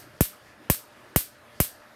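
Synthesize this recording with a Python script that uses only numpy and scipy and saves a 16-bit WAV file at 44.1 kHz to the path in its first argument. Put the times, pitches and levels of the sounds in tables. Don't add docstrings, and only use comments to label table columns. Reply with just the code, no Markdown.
import sys
import numpy as np
from scipy import signal
from scipy.fft import rfft, irfft
from scipy.io import wavfile
from scipy.ndimage import uniform_filter1d

SR = 44100
rng = np.random.default_rng(int(sys.argv[2]) if len(sys.argv) > 2 else 0)


def output_pcm(signal):
    pcm = np.clip(np.atleast_2d(signal).T, -1, 1) * 32767
    wavfile.write(sys.argv[1], SR, np.round(pcm).astype(np.int16))


N = 85995

# start in seconds,
# level of the crack and its tail in dB, thump level in dB, thump pitch factor, midrange bite in dB.
SPARKS = [(-.108, 0, -10, 1.0, 0), (.2079, -1, 4, 1.02, -2), (.6998, 0, .2, .98, 1),
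          (1.1607, .5, .6, .99, 1), (1.6022, -.4, 0, .95, -.5)]
WANDER = 0.4

def sparks():
    t, out = np.arange(SR // 2) / SR, np.zeros(N)
    shared_tail = np.sqrt(1 - WANDER ** 2) * room(t) + ring(t)
    for start, crack_db, thump_db, pitch, bite_db in SPARKS:
        snap = crack(t, bite_db) + shared_tail + WANDER * room(t)
        add(out, start, amp(crack_db) * snap + amp(thump_db) * thump(t, pitch))
    return out


# frequency in Hz, gain in dB.
CRACK_COLOUR = [(150, -25), (1500, -12), (3000, -4), (4800, -4), (7000, -4), (9000, -2), (10500, 0),
                (12700, 10), (14000, 4), (15500, 3), (16800, -6)]
BITE_COLOUR = [(150, 11.5), (400, -2.5), (560, 17.5), (800, 10), (1200, 10.5), (1700, 9.5), (2100, 9),
               (3000, 5), (5000, -18), (16000, -17)]
ECHO_COLOUR = [(150, -14), (1000, -6), (2200, -2), (4200, -5), (5500, 2), (6800, 4), (8500, 3), (10000, 0),
               (12500, 7), (14000, 5), (15500, 0), (16800, -12)]
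WALL_COLOUR = [(150, -11), (1000, -5.5), (3000, -13), (6000, -5.5), (13000, -10), (16800, -26)]
# delay in seconds, gain in dB.
WALL_ECHOES = [(.0105, -9), (.0187, -6), (.024, -10)]
SHOCK_DB, CRACKLE_DB, CRACKLE_S = -1, -4, .0005
BITE_SCATTER, BITE_SCATTER_S = .5, .003
CLOSE_ECHO_S = .00268

def crack(t, bite_db):
    crackle = rng.standard_normal(len(t)) * np.exp(-t / CRACKLE_S)
    bite = rng.standard_normal(len(t)) * t * np.exp(-2 * t / BITE_SCATTER_S)
    out = amp(CRACKLE_DB) * tint(crackle / np.linalg.norm(crackle), CRACK_COLOUR)
    out += amp(bite_db) * BITE_SCATTER * tint(bite / np.linalg.norm(bite), BITE_COLOUR)
    shock = -amp(SHOCK_DB) * click(CRACK_COLOUR) - amp(bite_db) * click(BITE_COLOUR)
    add(out, 0, shock)
    add(out, CLOSE_ECHO_S, click(ECHO_COLOUR))
    for delay, db in WALL_ECHOES:
        add(out, delay, amp(db) * click(WALL_COLOUR))
    return out


# delay in seconds, strength (minus flips the wave).
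THUMP_ECHOES = [(.0021, 0.047), (.0089, -0.12)]
THUMP_DB, THUMP_RISE_S, THUMP_DECAY_S = -5.5, .0021, .0063
THUMP_DROP_HZ, THUMP_END_HZ, THUMP_FALL_S = 1449, 12, .000472

def thump(t, pitch):
    hz = pitch * (THUMP_END_HZ + THUMP_DROP_HZ / (1 + t / THUMP_FALL_S))
    envelope = (1 - np.exp(-t / THUMP_RISE_S)) * np.exp(-t / THUMP_DECAY_S)
    swing = -envelope * np.cos(2 * np.pi * np.cumsum(hz) / SR)
    out = swing.copy()
    for delay, strength in THUMP_ECHOES:
        add(out, delay, strength * swing)
    return amp(THUMP_DB) * out


# frequency in Hz, gain in dB.
ROOM_COLOUR = [(150, -16), (600, -33.5), (1200, -13), (2200, -13), (3300, -12), (5000, -14.5), (7300, -13),
               (8800, -4), (10300, -7.5), (11500, -1.5), (12900, -1), (14200, -4.5), (15400, -7),
               (16200, -57)]
# frequency in Hz, seconds to fade by 60 dB.
ROOM_FADE = [(300, 0.1), (2000, 0.21), (5000, 0.3), (9000, 0.23), (13000, .21), (16000, 0.2)]
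TAIL_DB, SCATTER_DB = 15, 10
TAIL_RISE_S, SCATTER_S, REFLECTION_SPREAD_DB = .005, .002, 4

def room(t):
    noise = rng.standard_normal(len(t))
    uneven_db = REFLECTION_SPREAD_DB * np.clip(rng.standard_normal(len(t)), -2, 2)
    reflections = unit(noise * amp(uneven_db))
    hz, age, spectrum = signal.stft(reflections, SR, nperseg=256)
    fade = 1e-3 ** (age / look_up(ROOM_FADE, hz)[:, None])
    tail = signal.istft(spectrum * fade, SR)[1][:len(t)]
    tail *= 1 - np.exp(-(t / TAIL_RISE_S) ** 2)
    tail *= amp(TAIL_DB) / np.linalg.norm(tail)
    scatter = rng.standard_normal(len(t)) * np.exp(-t / SCATTER_S)
    scatter *= amp(SCATTER_DB) / np.linalg.norm(scatter)
    return tint(tail + scatter, ROOM_COLOUR)


# frequency in Hz, level in dB.
RING_TONES = [(4829, -47), (8649, -44), (9884, -43), (11230, -42), (12204, -39), (12294, -39), (12583, -40),
              (12952, -36), (13276, -38), (13641, -38)]
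RING_FADE_S = .19

def ring(t):
    tones = sum(amp(db) * np.sin(2 * np.pi * (hz * t + rng.random())) for hz, db in RING_TONES)
    return tones * (1 - np.exp(-t / TAIL_RISE_S)) * 1e-3 ** (t / RING_FADE_S)


# frequency in Hz, gain in dB.
RUMBLE_COLOUR = [(20, -58), (40, -34.5), (74, -3), (120, -5.5), (160, -13), (215, -5), (300, -8.5),
                 (430, -8), (600, -4.5), (800, -8.5), (1740, -8.5), (3500, -19.5), (7700, -32.5),
                 (9500, -26.5), (13200, -28), (16000, -53)]
# time in seconds, dB added to RUMBLE_DB.
RUMBLE_LEVEL = [(0, 3), (.15, 1.5), (.33, 1), (.48, 2), (.56, -1), (.65, 2.5), (.85, -0.5), (.98, 2.5),
                (1.1, 2), (1.32, -1), (1.47, 2), (1.56, 2), (1.72, 0), (1.95, 1)]
RUMBLE_DB, PATCHY_DB = -55, 2

def motor_rumble(t):
    spectrum = signal.stft(rng.standard_normal(N), nperseg=1024)[2]
    patches = uniform_filter1d(rng.standard_normal(spectrum.shape), size=12, axis=0)
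    patches = unit(uniform_filter1d(patches, size=6, axis=1))
    noise = signal.istft(spectrum * amp(PATCHY_DB * patches))[1][:N]
    level_db = RUMBLE_DB + np.interp(t, *np.transpose(RUMBLE_LEVEL))
    return amp(level_db) * unit(tint(noise, RUMBLE_COLOUR))


# time of the peak in seconds, length in seconds, pitch in Hz, level in dB.
SWELLS = [(0.12, 0.16, 114, -56.5), (0.055, 0.072, 296, -54.5), (0.623, 0.12, 293, -56.5),
          (1.11, 0.24, 330, -59.5)]
SWELL_WIDTH = 0.36

def rumble_swells(t):
    out, hz = np.zeros(N), np.fft.rfftfreq(N, 1 / SR)
    for peak_s, length, centre_hz, db in SWELLS:
        band = shaped_noise(np.exp(-((hz / centre_hz - 1) / SWELL_WIDTH) ** 2))
        out += amp(db) * band * np.exp(-(2 * (t - peak_s) / length) ** 2)
    return out


# frequency in Hz, average level in dB.
HUM_TONES = [(119, -71), (228, -71), (307, -72), (598, -64), (1244, -73), (1351, -74), (1717, -71)]
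HUM_WAVER_HZ, HUM_FLUTTER, HUM_DRIFT_HZ = 2.5, .25, 5

def motor_hum():
    out = np.zeros(N)
    slow = np.exp(-(np.fft.rfftfreq(N, 1 / SR) / HUM_DRIFT_HZ) ** 2)
    for centre_hz, db in HUM_TONES:
        level = amp(db) * (1 + HUM_FLUTTER * shaped_noise(slow))
        hz = centre_hz + HUM_WAVER_HZ * shaped_noise(slow)
        out += level * np.sqrt(2) * np.sin(2 * np.pi * np.cumsum(hz) / SR)
    return out


# frequency in Hz, gain in dB.
HISS_COLOUR = [(1000, 6.5), (2500, -28.5), (4500, 5), (6500, -3), (9000, -7), (16000, -53)]
# time in seconds, level in dB.
HISS_LEVEL = [(0, -54.5), (.11, -69), (.17, -62), (.38, -68), (.5, -61), (.6, -75), (.8, -66), (.9, -65),
              (1.02, -67), (1.1, -65), (1.37, -64.5), (1.44, -90), (1.56, -59.5), (1.78, -63.5),
              (1.95, -69)]

def hiss(t):
    level_db = np.interp(t, *np.transpose(HISS_LEVEL))
    return amp(level_db) * unit(tint(rng.standard_normal(N), HISS_COLOUR))


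def amp(db):
    return 10 ** (np.asarray(db) / 20)


def unit(x):
    return x / np.sqrt(np.mean(x ** 2) + 1e-20)


def look_up(table, hz):
    row_hz, value = np.transpose(table)
    return np.interp(np.log(hz + 1), np.log(row_hz + 1), value)


def add(mix, start_s, sound):
    at = round(start_s * SR)
    sound = sound[max(-at, 0):]
    part = mix[max(at, 0):][:len(sound)]
    part += sound[:len(part)]


TREBLE_EDGE_HZ, SMEAR_S = 16500, .00015

def click(colour, size=2048):
    hz = np.fft.fftfreq(size, 1 / SR)
    log_gain = np.log(amp(look_up(colour, abs(hz))))
    log_spectrum = np.conj(signal.hilbert(log_gain))
    lag = np.pi * SMEAR_S * hz * (hz / TREBLE_EDGE_HZ) ** 2
    return np.fft.ifft(np.exp(log_spectrum - 1j * lag)).real


def tint(x, colour):
    return signal.fftconvolve(x, click(colour))[:len(x)]


def shaped_noise(gains):
    return unit(irfft(rfft(rng.standard_normal(N)) * gains, N))


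def scene():
    t = np.arange(N) / SR
    return (sparks() + motor_rumble(t) + motor_hum() + hiss(t) + rumble_swells(t))[None]


def record(dry):
    ceiling = 0.89
    squashed = ceiling * np.tanh(dry / ceiling)
    low_pass = signal.firwin(255, TREBLE_EDGE_HZ, window=("kaiser", 9), fs=SR)
    return signal.oaconvolve(squashed, low_pass[None], "same")


dry = scene()
out = record(dry)
output_pcm(out)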